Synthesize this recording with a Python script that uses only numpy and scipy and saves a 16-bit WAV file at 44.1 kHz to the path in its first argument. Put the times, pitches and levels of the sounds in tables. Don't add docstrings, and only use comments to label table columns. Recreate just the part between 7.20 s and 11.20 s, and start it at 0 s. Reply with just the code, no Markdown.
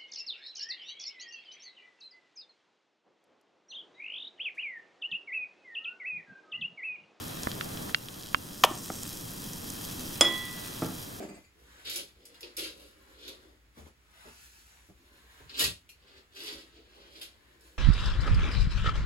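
import sys
import numpy as np
from scipy import signal
from scipy.fft import rfft, irfft, next_fast_len
from scipy.io import wavfile
from scipy.ndimage import uniform_filter1d, map_coordinates

SR = 44100
rng = np.random.default_rng(int(sys.argv[2]) if len(sys.argv) > 2 else 0)


def wav_out(sig):
    wavfile.write(sys.argv[1], SR, np.round(np.clip(np.atleast_2d(sig).T, -1, 1) * 32767).astype(np.int16))


N = 176400
TIME = np.arange(N) / SR
T = np.arange(SR) / SR
BURSTS_PER_S, FIZZ_SIDE_DB = 1100, -43


def amp(db):
    return 10 ** (np.asarray(db) / 20)


def unit(x):
    return x / np.sqrt(np.mean(x ** 2) + 1e-20)


def along(points, hz):
    f, v = np.transpose(points)
    return np.interp(np.log(hz + 1e-3), np.log(f), v)


def curves(rows):
    times, *columns = np.transpose(rows)
    return [np.interp(TIME, times, column) for column in columns]


def coloured(x, gain_db):
    n = x.shape[-1]
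    m = 2 * next_fast_len(n)
    cepstrum = irfft(np.log(amp(gain_db(np.fft.rfftfreq(m, 1 / SR))) + 1e-6))
    cepstrum[1:m // 2] *= 2
    cepstrum[m // 2 + 1:] = 0
    return irfft(rfft(x, m) * np.exp(rfft(cepstrum)), m)[..., :n]


def add(out, s, x, pan_db=0):
    start = round(s * SR)
    out[:, start:start + SR] += (x * amp([[pan_db / 2], [-pan_db / 2]]))[:, :N - start]


def widen(pair, side_db=0):
    mid, side = pair[0], amp(side_db) * pair[1]
    return np.array([mid + side, mid - side])


def bed(pair, colour, side_db):
    return unit(widen(coloured(pair, lambda f: along(colour, f)), side_db))


def noise():
    return rng.standard_normal((2, N))


def ring(modes):
    return sum(amp(db - 60 * T / t60) * np.sin(2 * np.pi * hz * T) for hz, db, t60 in modes)


def blow(gain_db, t60, grit):
    hit = grit * rng.standard_normal(SR) * amp(-60 * T / t60)
    hit[0] = 1
    hit = coloured(hit, gain_db)
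    return hit / np.sqrt(np.sum(hit ** 2) / (SR * (t60 / 40 + .0003)))


def in_room(x, wet_db):
    fade_times = [(100, 0.56), (400, 0.33), (1200, 0.38), (3500, 0.38), (12000, 0.11)]
    hz, t, spectrum = signal.stft(rng.standard_normal((2, SR // 2)), SR, nperseg=256)
    fade = amp(-60 * t / along(fade_times, hz)[:, None])
    tail = signal.istft(spectrum * fade, SR, nperseg=256)[1]
    build_up = 1 - np.exp(-T[:tail.shape[1]] / 0.02)
    tail = widen(tail * build_up, side_db=-9)
    tail /= np.linalg.norm(tail[0])
    tail = coloured(tail, lambda f: along([(1100, -0.5), (3200, -5), (9000, -19)], f))
    return x + amp(wet_db) * signal.fftconvolve(np.atleast_2d(x), tail, axes=1)[:, :SR]


def room_tone():
    levels = [(0, -43.5, -48), (.71, -43, -46.5), (.725, -49, -53.5), (1.4, -47, -53.5), (2.9, -43, -50),
              (3.3, -47, -51.5), (4, -46, -51)]
    rumble_colour = [(20, -8.5), (70, -9), (105, -3), (165, -2), (300, -6), (440, -17.5), (800, -46)]
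    air_colour = [(200, -7.5), (450, 3), (800, -2), (1300, -4.5), (2100, -10), (4000, -47.5)]
    rumble_db, air_db = curves(levels)
    mid, side = coloured(noise(), lambda f: along(rumble_colour, f))
    side = coloured(side, lambda f: along([(40, -30), (280, -9)], f))
    rumble = amp(rumble_db + 0.5) * unit(widen([mid, side]))
    return rumble + amp(air_db + 3) * bed(noise(), air_colour, side_db=4.5)


def knocks():
    hits = [(1.511, -26, .03, 130, 300, -17), (1.567, -31, 0.026, 130, 340, -7),
            (1.7019, -20.5, 0.017, 109, 1100, -15), (3.01, -11, 0.057, 294, 5000, -8.5),
            (3.6218, -19.5, 0.087, 89, 1110, -7)]
    table_colour = [(60, 0), (330, 0.5), (520, -6.5), (780, -6.5), (1000, -10), (1170, -7), (1450, -12),
                    (3000, -16.5), (9000, -31)]
    table_modes = [(330.5, -16.5, 0.46)]
    out = np.zeros((2, N))
    for s, db, t60, low_hz, high_hz, wet_db in hits:
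        cut_db = lambda f: 10 * np.log10((1 + (low_hz / (f + 1)) ** 8) * (1 + (f / high_hz) ** 4))
        thud = blow(lambda f: along(table_colour, f) - cut_db(f), t60, grit=0.11)
        tone = ring([(hz, level, t60 * life / 0.097) for hz, level, life in table_modes])
        add(out, s, in_room(amp(db) * (thud + tone), wet_db))
    return out


def ticks():
    taps = [(0.2715, -13, 1090, -11.5, 1.5), (.4103, -14.5, 2020, -34, -0.5), (0.7463, -4, 2360, -46, -0.5),
            (1.1458, -4, 1690, -16, -4)]
    shape = [(.1, -29), (.48, -15.5), (.63, 0), (.85, 2), (1.25, -2), (1.9, -4.5), (2.7, -20), (8, -44)]
    width = [(200, 11), (750, 7.5), (1500, -1.5), (3500, -0.5)]
    case_modes = [(2780, -36, 0.16)]
    side_lag_s = 0.0003
    out = np.zeros((2, N))
    for s, db, hz, thump_db, pan_db in taps:
        mid, side = [blow(lambda f: along(shape, f / hz), t60=0.017, grit=0.094) for _ in range(2)]
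        side = np.roll(coloured(side, lambda f: along(width, f)), round(side_lag_s * SR))
        snap = amp(db - 8.5) * widen([mid, side])
        case = amp(db) * ring([(f, level + along(shape, f / hz), t60) for f, level, t60 in case_modes])
        thump = ring([(270, thump_db, 0.0057)])
        add(out, s, snap + case + thump, pan_db)
    return out


def dropper():
    snap_colour = [(170, -25), (450, -11), (1150, -1), (1450, -5), (2200, -5.5), (3100, 4), (4300, -9),
                   (6800, -10), (8800, -24.5), (12200, -11.5), (15800, -26)]
    plastic_modes = [(622, -35, 0.25), (736, -29.5, .08), (938, -31, 0.16), (1200, -28, .05),
                     (1794, -18, 0.043)]
    scratch_colour = [(2000, -19), (7000, -2), (12000, 2), (15500, -5)]  # f/Hz, level/dB
    from_hz, to_hz, fall_s, length_s = 1230, 332, 0.00798, 0.012
    chirp_hz = to_hz + (from_hz - to_hz) * np.exp(-(T / fall_s) ** 2)
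    chirp = np.sin(2 * np.pi * np.cumsum(chirp_hz) / SR) * np.exp(-(T / length_s) ** 6)
    snaps = [blow(lambda f: along(snap_colour, f), t60=0.049, grit=0.85) for _ in range(2)]
    click = amp(-7) * widen(snaps, side_db=-18) + amp(-13) * chirp + ring(plastic_modes)
    out = np.zeros((2, N))
    add(out, 1.4372, in_room(click, wet_db=-19))
    add(out, 1.448, amp(-17.5) * blow(lambda f: along(scratch_colour, f), t60=0.015, grit=0.8))
    return out


def clink():
    contacts = [(3.0098, -14), (3.0106, -1)]
    colour = [(1000, -17), (2000, -23), (3500, -1), (7500, 8.5), (10000, 0.5), (15500, -39)]
    glass_modes = [(1037, -42, 0.9), (1969, -30.5, 0.9), (3351, -16.5, 0.41), (3360, -22, 0.15),
                   (5116, -16, 0.079), (5101, -33, 0.46), (7195, -20.5, 0.06), (7208, -33.5, 0.32),
                   (9500, -27.5, 0.15), (12300, -34, .06), (15000, -43, .11)]
    out = np.zeros((2, N))
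    for s, db in contacts:
        hit = amp(db - 7.5) * blow(lambda f: along(colour, f), t60=0.017, grit=0.11)
        add(out, s, in_room(hit, wet_db=-2), pan_db=-6)
    add(out, contacts[0][0], in_room(ring(glass_modes), wet_db=-5), pan_db=-3)
    return out


def in_well(x, delay_s=0.00139, strength=0.32):
    dulled = uniform_filter1d(x, size=3, axis=1)
    return x - strength * np.roll(dulled, round(delay_s * SR), axis=1)


def bursts(per_s, spread_db=6):
    size = amp(spread_db * np.minimum(rng.standard_normal((2, N)), 2.5))
    breaks = rng.random((2, N)) < per_s / SR
    return breaks * size * rng.choice([-1, 1], (2, N))


def fresh_bubbles(peak_s=1.7, width_s=0.31):
    colour = [(4300, -16), (5400, -1.5), (6200, -3), (7600, -4), (8350, 0.5), (8800, -6), (9300, -5),
              (10200, -22)]
    swell = np.exp(-((TIME - peak_s) / width_s) ** 2)
    return amp(-47.5) * swell * bed(bursts(BURSTS_PER_S), colour, FIZZ_SIDE_DB)


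def collapse(peak_s=1.04, width_s=0.086):
    colour = [(2200, -20), (3000, 0), (5000, -2), (11000, -14)]  # f/Hz, level/dB
    swell = np.exp(-((TIME - peak_s) / width_s) ** 2)
    return amp(-47.5) * swell * unit(coloured(bursts(per_s=370)[0], lambda f: along(colour, f)))


def pops(ring_cycles=24):
    bubbles = [(0.2338, -18, 5600), (0.3163, -19.5, 3360), (.574, -25, 3100), (0.695, -26.5, 1450),
               (0.886, -25.5, 3360), (1.8334, -19.5, 7440), (2.334, -23.5, 6020), (2.5031, -20.5, 6630),
               (3.2537, -24, 10100)]
    shape = [(.3, -17), (.7, -10.5), (1, 5), (1.6, -6.5), (3, -20)]
    out = np.zeros((2, N))
    for s, db, hz in bubbles:
        snap = amp(db - 5.5) * blow(lambda f: along(shape, f / hz), t60=0.0066, grit=0.068)
        add(out, s, snap + ring([(hz, db - 9, ring_cycles / hz)]))
    return out


def foam():
    levels = [(0, -46, -49.5), (.71, -44.5, -51.5), (.725, -51, -56.5), (1.2, -49.5, -57),
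              (1.9, -46, -55.5), (2.96, -43, -50), (3.03, -45, -49.5), (3.45, -45, -49), (4, -48, -55.5)]
    fine_colour = [(2200, -18.5), (3200, -3), (3800, -4.5), (4250, -5.5), (5200, 1.5), (6000, -0.5),
                   (8000, -3), (12300, -1), (15700, -6)]
    coarse_colour = [(600, -9.5), (1400, -2.5), (2100, -9), (3250, -2), (4250, -5), (7000, -29)]
    fine_db, coarse_db = curves(levels)
    flurries = amp(2 * map_coordinates(rng.standard_normal(200), [TIME * 25], mode="wrap"))
    fine = amp(-3) * flurries * bed(bursts(BURSTS_PER_S), fine_colour, FIZZ_SIDE_DB)
    fine += amp(-1.5) * bed(noise(), fine_colour, FIZZ_SIDE_DB)
    coarse = amp(-1.5) * flurries * bed(bursts(BURSTS_PER_S / 2), coarse_colour, side_db=-2)
    coarse += amp(-0.5) * bed(noise(), coarse_colour, side_db=-2)
    return amp(fine_db) * fine + amp(coarse_db) * coarse


def scene():
    fizz = in_well(foam() + fresh_bubbles() + collapse() + pops())
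    return fizz + room_tone() + ticks() + dropper() + knocks() + clink()


def record(dry, top_hz=15780):
    m = next_fast_len(N + SR // 2)
    spectrum = rfft(np.clip(dry, -1, 1), m)
    return irfft(spectrum * (np.fft.rfftfreq(m, 1 / SR) < top_hz), m)[:, :N]


dry = scene()
out = record(dry)
wav_out(out)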